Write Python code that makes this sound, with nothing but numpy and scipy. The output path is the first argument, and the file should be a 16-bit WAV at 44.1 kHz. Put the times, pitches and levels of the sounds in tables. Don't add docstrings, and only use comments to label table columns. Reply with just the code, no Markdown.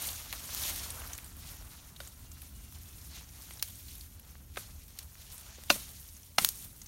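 import sys
import numpy as np
from scipy import signal
from scipy.fft import rfft, irfft, next_fast_len
from scipy.io import wavfile
from scipy.ndimage import uniform_filter1d, map_coordinates

SR = 44100
rng = np.random.default_rng(int(sys.argv[2]) if len(sys.argv) > 2 else 0)


def decibels_to_gain(level_db):
    exponent = np.asarray(level_db, float) / 20
    return 10 ** exponent


def put_to_file(sound):
    columns = np.atleast_2d(sound).T
    safe = np.clip(columns, -1, 1)
    whole_steps = np.round(safe * 32767)
    wavfile.write(sys.argv[1], SR, whole_steps.astype(np.int16))


N = 303275

# [t/s, effort level/dB, thick stems relative to effort/dB]
PULL = [(0, -51, -2), (.25, -54, -7), (.7, -48, -6.5), (1.0, -49.5, -4), (1.3, -56, -7.5), (1.9, -60, -4.5),
        (2.3, -59.5, -9.5), (2.9, -57, -11), (3.4, -58.5, -8), (3.9, -53.5, -17), (4.2, -63, -6),
        (4.5, -64.5, -8.5), (4.8, -57, -14), (5.1, -61.5, -8), (5.5, -63, -1.5), (6.0, -59, -15),
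        (6.3, -59.5, -12.5), (6.88, -59, -13)]
# [t/s, level/dB, length/s, twigs relative to leaves/dB]
TUGS = [(0.044, -40, 0.087, -3.5), (0.363, -50.5, 0.14, 0.5), (0.538, -44.5, 0.079, -4),
        (0.661, -38, 0.083, -3), (0.778, -48.5, 0.036, -3), (0.848, -48.5, 0.04, -2),
        (1.123, -51.5, 0.05, -6.5), (1.492, -49, .04, -3), (1.732, -55.5, 0.07, -4.5),
        (2.052, -54.5, 0.05, -4.5), (2.32, -62, .04, -7), (2.436, -57, 0.052, -5),
        (2.76, -57.5, 0.046, -4.5), (3.057, -55, 0.097, -15), (3.17, -58, 0.061, 5.5),
        (3.423, -51, 0.045, -6.5), (3.51, -52, 0.066, -7), (3.68, -53, .09, -7.5),
        (4.016, -58.5, 0.073, -11), (4.304, -58.5, 0.064, -6), (4.64, -58, 0.059, 1.5),
        (5.023, -60, 0.086, -2.5), (5.213, -55.5, 0.042, -12), (5.304, -54, 0.076, -5.5),
        (5.39, -50.5, 0.072, -8), (5.54, -62, 0.064, 6), (5.824, -49, 0.094, -4.5), (6.005, -53, 0.16, -11),
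        (6.556, -49.5, .1, -13), (6.633, -50, .06, -8.5)]
TUG_FALL_DB, TUG_RISE = 6.5, 1
TWIGS_DB, STEMS_DB = -7.5, -8
# [f/Hz, level per Hz/dB]
LEAVES = [(2500, -40), (5000, -7.5), (7000, -1), (10000, 2.5), (14000, 4.5), (16000, -1.5)]
TWIGS = [(900, -28.5), (2000, -7.5), (3200, -4.5), (5000, -3), (7000, -3.5), (11000, -25)]
WOOD = [(150, -20), (350, -8.5), (700, -2.5), (1400, -2.5), (2200, -7.5), (4000, -14.5)]

# [t/s, peak level/dB, twig pitch f/Hz]
SNAPS = [(.0523, -30, 8620), (0.0873, -25.5, 4060), (.1294, -32, 6770), (.4544, -34, 8840),
         (.634, -26.5, 3440), (.836, -33, 6910), (0.903, -25.5, 9400), (1, -34, 11300),
         (1.0735, -31.5, 11600), (1.132, -26.5, 6760), (1.1496, -33, 7450), (1.7325, -40.5, 2400),
         (1.243, -34, 8900), (2.3163, -37, 6860), (1.962, -38, 3900), (2.0736, -33, 7500),
         (2.418, -33, 11100), (3.8826, -38.5, 4480), (3.5944, -36, 3950), (3.683, -33, 11000),
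         (3.952, -35.5, 11100), (4.009, -36, 4530), (4.195, -38.5, 11900), (5.0275, -37.5, 9360),
         (3.9804, -37, 11000), (5.3217, -37, 9050), (5.3787, -35, 8800), (6.1654, -40.5, 6680),
         (6.8159, -35.5, 6350), (6.8594, -38.5, 6060)]
CRACKLE_DB, CRACKLE_DB_PER_OCTAVE = -9, -1
TICK_DB, TICK_SPREAD_DB, TICK_HZ = 11, 2.5, 10500
# [t/s, peak level/dB, low band over
# high/dB, middle band over high/dB, t60/s]
CRACKS = [(.327, -21.5, 4, 4, 0.016), (.335, -24.5, 3, -4, 0.028), (.5482, -17, -16, -5, .006),
          (1.1792, -28.5, -10, -8, 0.021), (3.5085, -33.5, 11.5, 10, .01),
          (3.6257, -12.5, -11.5, -1, 0.016), (4.009, -37, -25, -15, .02), (4.354, -42.5, 14, 4, 0.01),
          (4.5692, -37, 0, 2, .025), (1.0187, -35, 12, 0, 0.016), (1.186, -34, 14, 4, .014),
          (5.154, -46, 14, 6, .012), (4.988, -23, -23, -2.5, 0.011), (4.9902, -28, -18, 4, 0.015),
          (5.637, -30.5, -4, -4, .012), (2.7237, -38, -3, -3, .012), (2.7861, -36, -20, -8, .012),
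          (2.834, -39, -20, -4, .012), (3.4211, -34, -20, -8, .012), (5.697, -23, -3, 0, .05),
          (5.703, -10.5, -3.5, 16, 0.013), (6.385, -17, -7, 4, .012), (6.447, -3, -10.5, -1.5, .012),
          (6.4889, -10, -23, -6.5, .012)]

# [t/s, peak level/dB, bite time/s, shaken leaves level/dB, leaves t60/s]
BLOWS = [
    (5.7012, -8.5, 0.0014, -30.5, 0.34),
    (6.3828, -11, .0015, -30.5, 0.48),
    (4.5699, -27.5, 0.0021, -44.5, .32),
    (2.0033, -33.5, 0.00094, -44, 0.14),
    (4.5602, -37.5, 0.00039, -71, .05),
    (5.5815, -47, 0.0018, -71, .05),
    (5.7552, -40.5, .0056, -45, 0.091),
]
# [f/Hz, width/Hz, level/dB]
THICK_STEM = [(677, 180, -4), (1466, 160, -1.5), (2686, 98, 3), (3700, 120, -4.5), (4130, 59, -2),
              (4760, 150, -3.5), (5180, 95, -7.5), (6200, 170, -8), (6980, 83, -8), (8800, 84, -21),
              (208, 9.5, -2), (305, 100, -9.5), (575, 38, -0.5), (1060, 520, -6.5)]
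FORKED_STEM = [(740, 98, 4), (2170, 150, 2), (2820, 180, -1.5), (3510, 250, -3), (4190, 170, -1.5),
               (5460, 320, -3), (6330, 450, -8.5), (9650, 240, -5.5), (11000, 110, -22), (143, 53, -10.5),
               (236, 50, -10), (960, 210, -2.5), (1350, 220, -0.5)]
# [f/Hz, width/Hz, level/dB]
STEMS = [
    THICK_STEM,
    FORKED_STEM,
    [(606, 150, -2.5), (1560, 170, -2.5), (2120, 150, -8.5), (2520, 150, -4.5), (3550, 270, -14.5), (393, 110, -4), (1240, 280, -6)],
    [(557, 97, 0), (1470, 260, -1), (3020, 100, -8), (3710, 100, -1), (4660, 210, -6)],
    [(2140, 900, 0)],
    [(354, 150, 1), (550, 220, 0)],
    [(590, 120, 2.5), (900, 300, -9), (1340, 200, -4)],
]
LEAD_S = 0.0026
# [f/Hz, level per Hz/dB]
SHAKE = [(200, 1), (600, -10), (2000, -6), (5000, -3), (9000, 0.5), (13000, 2.5), (16000, -5.5)]

# [f/Hz, width/Hz, level/dB]
LEAVING = [(260, 102, -0.5), (1330, 180, -8.5)]
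LEAVING_DB, LEAVING_PEAK_S, LEAVING_FADE_DB_PER_S = -66, 0.84, 7.5
# [t/s, length/s, first pitch f/Hz, last pitch f/Hz]
WHISTLES = [
    (2.23, .19, 2870, 2710),
    (2.52, .2, 2950, 2730),
    (2.83, .15, 2670, 2510),
    (3.35, .06, 2600, 2950),
]
WHISTLE_DB, WHISTLE_EDGE_S = -75.5, .025
# [t/s, level/dB]
FAR = [(0, -54.5), (.46, -50.5), (1.5, -53), (1.9, -55), (2.65, -51.5), (3.1, -54.5), (3.9, -54.5),
       (4.4, -52.5), (5.0, -56.5), (6.0, -55), (6.5, -58), (6.75, -53.5)]
# [f/Hz, level per Hz/dB]
RUMBLE = [(14, -44), (36, -4.5), (76, 3), (100, -7), (140, -11), (260, -18), (400, -27.5), (650, -65)]
HISS = [(250, -39), (420, -0.5), (1000, -7), (4900, -24), (12000, -4.5), (16000, -3.5)]

# [f/Hz, width/Hz, depth/dB]
NOTCHES = [(4940, 230, -3), (7680, 650, -3), (10410, 530, -4), (13900, 1900, -4)]
HOUSING_DB = 2
EDGE_HZ, TOP_HZ = 15820, 16700


def drag():
    effort_db, weight_db = curves(PULL)
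    power = decibels_to_gain(2 * np.array([effort_db, effort_db + TWIGS_DB, effort_db + weight_db]))
    for s, db, length, depth_db in TUGS:
        after = (np.arange(N) / SR - s) / length
        tug = decibels_to_gain(2 * (db - TUG_FALL_DB * np.maximum(after, -after / TUG_RISE)))
        power += tug * decibels_to_gain(2 * np.array([[0], [depth_db], [depth_db + STEMS_DB]]))
    return 10 * np.log10(power)


def brush(leaves_db, twigs_db, stems_db):
    jerk = wobble(30)
    leaves = rustle(LEAVES, grain=0.4, spread_db=3, patch_db=2.5, clump_db=1.6)
    twigs = rustle(TWIGS, grain=0.36, spread_db=2.0, patch_db=2.5, clump_db=1.6)
    stems = rustle(WOOD, grain=0.26, spread_db=5.0, patch_db=2.35, clump_db=1.44)
    edges_db = (leaves_db + twigs_db) / 2 - 0.5
    edges = crackle(edges_db, count=4000, pitch_hz=8030, cycles=1.95, spread_db=3.5)
    rubbing = decibels_to_gain(leaves_db + 1.04 * jerk) * leaves
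    rubbing += decibels_to_gain(twigs_db + 0.86 * jerk) * twigs
    rubbing += decibels_to_gain(stems_db + 1.1 * jerk) * stems
    return rubbing + edges


def rustle(spectrum, grain, spread_db, patch_db, clump_db):
    touching = rng.random(N) < .06
    sizes = decibels_to_gain(spread_db * np.minimum(rng.exponential(size=N), 5)) * touching
    life = decibels_to_gain(-60 * np.arange(90) / SR / 0.0016)
    contacts = unit(np.convolve(sizes, life)[:N] * rng.standard_normal(N))
    grain = np.clip(grain, 0, 1)
    rub = np.sqrt(grain) * contacts + np.sqrt(1 - grain) * patchy(patch_db)
    return coloured(rub * decibels_to_gain(clump_db * wobble(45)), spectrum)


def patchy(depth_db):
    z = signal.stft(rng.standard_normal(N), nperseg=256)[2]
    field_db = uniform_filter1d(rng.standard_normal(z.shape), 8, 0)
    field_db = depth_db * unit(uniform_filter1d(field_db, 6, 1))
    return unit(signal.istft(z * decibels_to_gain(field_db), nperseg=256)[1][:N])


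def crackle(level_db, count, pitch_hz, cycles, spread_db):
    draw = rng.random((count, 3))
    start = (draw[:, 0] * (N - 128)).astype(int)
    hz = np.clip(pitch_hz * np.exp(0.555 * rng.standard_normal(count)), 3200, 15000)[:, None]
    size = decibels_to_gain(level_db[start] - spread_db * np.log(.004 + draw[:, 1]))[:, None]
    t = np.arange(128) / SR
    envelope = np.exp(-t * hz / cycles) * (1 - np.exp(-t / .0001))
    grains = size * np.sin(2 * np.pi * hz * t) * envelope
    places = start[:, None] + np.arange(128)
    return np.bincount(places.ravel(), grains.ravel(), N)[:N]


def ticks(leaves_db, count):
    draw = rng.random((count, 3))
    start = (draw[:, 0] * (N - 1)).astype(int)
    db = leaves_db[start] + TICK_DB - TICK_SPREAD_DB * np.log(.1 + draw[:, 1])
    hz = TICK_HZ * 2 ** (.35 - 1.6 * draw[:, 2] ** 3)
    return list(zip(start / SR, db, hz))


def snaps(rows):
    track, t = np.zeros(N), np.arange(1024) / SR
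    for s, db, hz in rows:
        crack_db = CRACKLE_DB + CRACKLE_DB_PER_OCTAVE * np.log2(hz / 3000)

        def twig(f):
            return resonance(f, hz, 0.36 * hz) ** 2 + decibels_to_gain(crack_db) * resonance(f, 6600, 14000)

        burst = rng.standard_normal(len(t)) * decibels_to_gain(-60 * t / 0.029) * (1 - np.exp(-t / 0.00053))
        tick = filtered(burst, twig)
        add(track, s, decibels_to_gain(db - 2.5) * tick / np.abs(tick).max())
    return track


def cracks():
    track, t = np.zeros(N), np.arange(4096) / SR
    for s, db, low_db, middle_db, t60 in CRACKS:
        def bands(f):
            low = decibels_to_gain(low_db) * resonance(f, 1400, 2100)
            middle = decibels_to_gain(middle_db) * resonance(f, 4040, 2900)
            return low - middle + resonance(f, 13500, 11000)

        tearing = decibels_to_gain(-60 * t / t60) + 3.5 * decibels_to_gain(-60 * t / 0.0025) + 0.086 * decibels_to_gain(-60 * t / 0.19)
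        burst = evened(rng.standard_normal(len(t)) * tearing * (1 - np.exp(-t / 0.00031)))
        burst[9] += 1.84 * np.abs(burst).max()
        crack = filtered(burst, bands)
        add(track, s, decibels_to_gain(db) * crack / np.abs(crack).max())
    return track


def blows():
    track, shaking, t = np.zeros(N), np.zeros(N), np.arange(SR) / SR
    bite_t = t[:SR // 2]
    for (s, db, bite, shake_db, t60), stem in zip(BLOWS, STEMS):
        def wood(f):
            response = decibels_to_gain(-18.5) * resonance(f, 2700, 3800)
            for k, (hz, width, mode_db) in enumerate(sorted(stem)):
                response = response + (-1) ** k * decibels_to_gain(mode_db) * resonance(f, hz, width)
            return response

        push = (bite_t / bite) * np.exp(-bite_t / bite) + 0.1 * np.exp(-bite_t / 0.0093)
        force = evened(rng.standard_normal(SR // 2) * push)
        knock = filtered(force, wood)
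        add(track, s - .0006, decibels_to_gain(db) * knock / np.abs(knock).max())
        add(shaking, s - LEAD_S, decibels_to_gain(shake_db - 60 * t / t60) * (1 - np.exp(-t / 0.0033)))
    leaves = rustle(SHAKE, grain=0.41, spread_db=-3.5, patch_db=0.0, clump_db=-2.5)
    return track + shaking * leaves


def vehicle():
    def bands(f):
        return sum(decibels_to_gain(db) * resonance(f, hz, width) ** 2 for hz, width, db in LEAVING)

    fade_db = LEAVING_FADE_DB_PER_S * np.abs(np.arange(N) / SR - LEAVING_PEAK_S)
    noise = unit(filtered(rng.standard_normal(N), bands))
    return decibels_to_gain(LEAVING_DB - fade_db + 2.1 * wobble(5.96)) * noise


def bird():
    song, t = np.zeros(N), np.arange(N) / SR
    for s, length, first_hz, last_hz in WHISTLES:
        hz = np.interp(t, [s, s + length], [first_hz, last_hz])
        shape = np.clip(np.minimum(t - s, s + length - t) / WHISTLE_EDGE_S, 0, 1)
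        song += shape * np.sin(2 * np.pi * np.cumsum(hz) / SR)
    return np.sqrt(2) * song * decibels_to_gain(WHISTLE_DB + 1.6 * wobble(30))


def field():
    rumble = decibels_to_gain(curves(FAR)[0] + 1.2 * wobble(7)) * coloured(rng.standard_normal(N), RUMBLE)
    return rumble + decibels_to_gain(-65.0) * coloured(rng.standard_normal(N), HISS)


def resonance(f, hz, width):
    return 1j * f * width / (hz * hz - f * f + 1j * f * width)


def evened(burst):
    size = next_fast_len(len(burst) + 8192)
    spectrum = rfft(burst, size)
    coarse = np.sqrt(np.abs(uniform_filter1d(np.abs(spectrum) ** 2, size // 160)))
    return irfft(spectrum / (coarse + .1 * coarse.mean()), size)[:len(burst)]


def filtered(x, response):
    m = next_fast_len(len(x) + 8192)
    return irfft(rfft(x, m) * response(np.fft.rfftfreq(m, 1 / SR)), m)[:len(x)]


def coloured(x, spectrum):
    return unit(filtered(x, lambda hz: decibels_to_gain(along(spectrum, hz))))


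def along(points, hz):
    f, v = np.transpose(points)
    return np.interp(np.log(hz + 1), np.log(f + 1), v)


def curves(rows):
    s, *columns = np.transpose(rows)
    return [np.interp(np.arange(N) / SR, s, column) for column in columns]


def wobble(rate):
    knots = rng.standard_normal(int(N * rate / SR) + 4)
    return map_coordinates(knots, [np.arange(N) * rate / SR])


def unit(x):
    return x / np.sqrt(np.mean(x ** 2) + 1e-20)


def add(track, s, sound):
    start = round(s * SR)
    track[start:start + len(sound)] += sound[:len(track) - start]


def scene():
    levels = drag()
    brushwood = brush(*levels) + snaps(SNAPS + ticks(levels[0], count=90)) + cracks() + blows()
    background = vehicle() + bird() + field()
    return (brushwood + background)[None]


def roll_off(x):
    return signal.sosfilt(signal.butter(12, 17080, fs=SR, output="sos"), x)


def record(dry):
    def housing(hz):
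        notches_db = sum(db * np.exp(-((hz - centre) / width) ** 2) for centre, width, db in NOTCHES)
        return decibels_to_gain(HOUSING_DB + notches_db) * (hz < EDGE_HZ)

    heard = filtered(dry[0], housing)
    top = filtered(dry[0], lambda hz: (hz >= EDGE_HZ) * (hz < TOP_HZ))
    power = uniform_filter1d(np.diff(dry[0], prepend=0) ** 2, 128)
    sudden = power > 25 * np.roll(uniform_filter1d(power, 1024), 700)
    gate = np.clip(uniform_filter1d(4. * sudden, 400), 0, 1)
    mix = heard + decibels_to_gain(-19) * top * gate
    return roll_off(mix[None])


dry = scene()
out = record(dry)
put_to_file(out)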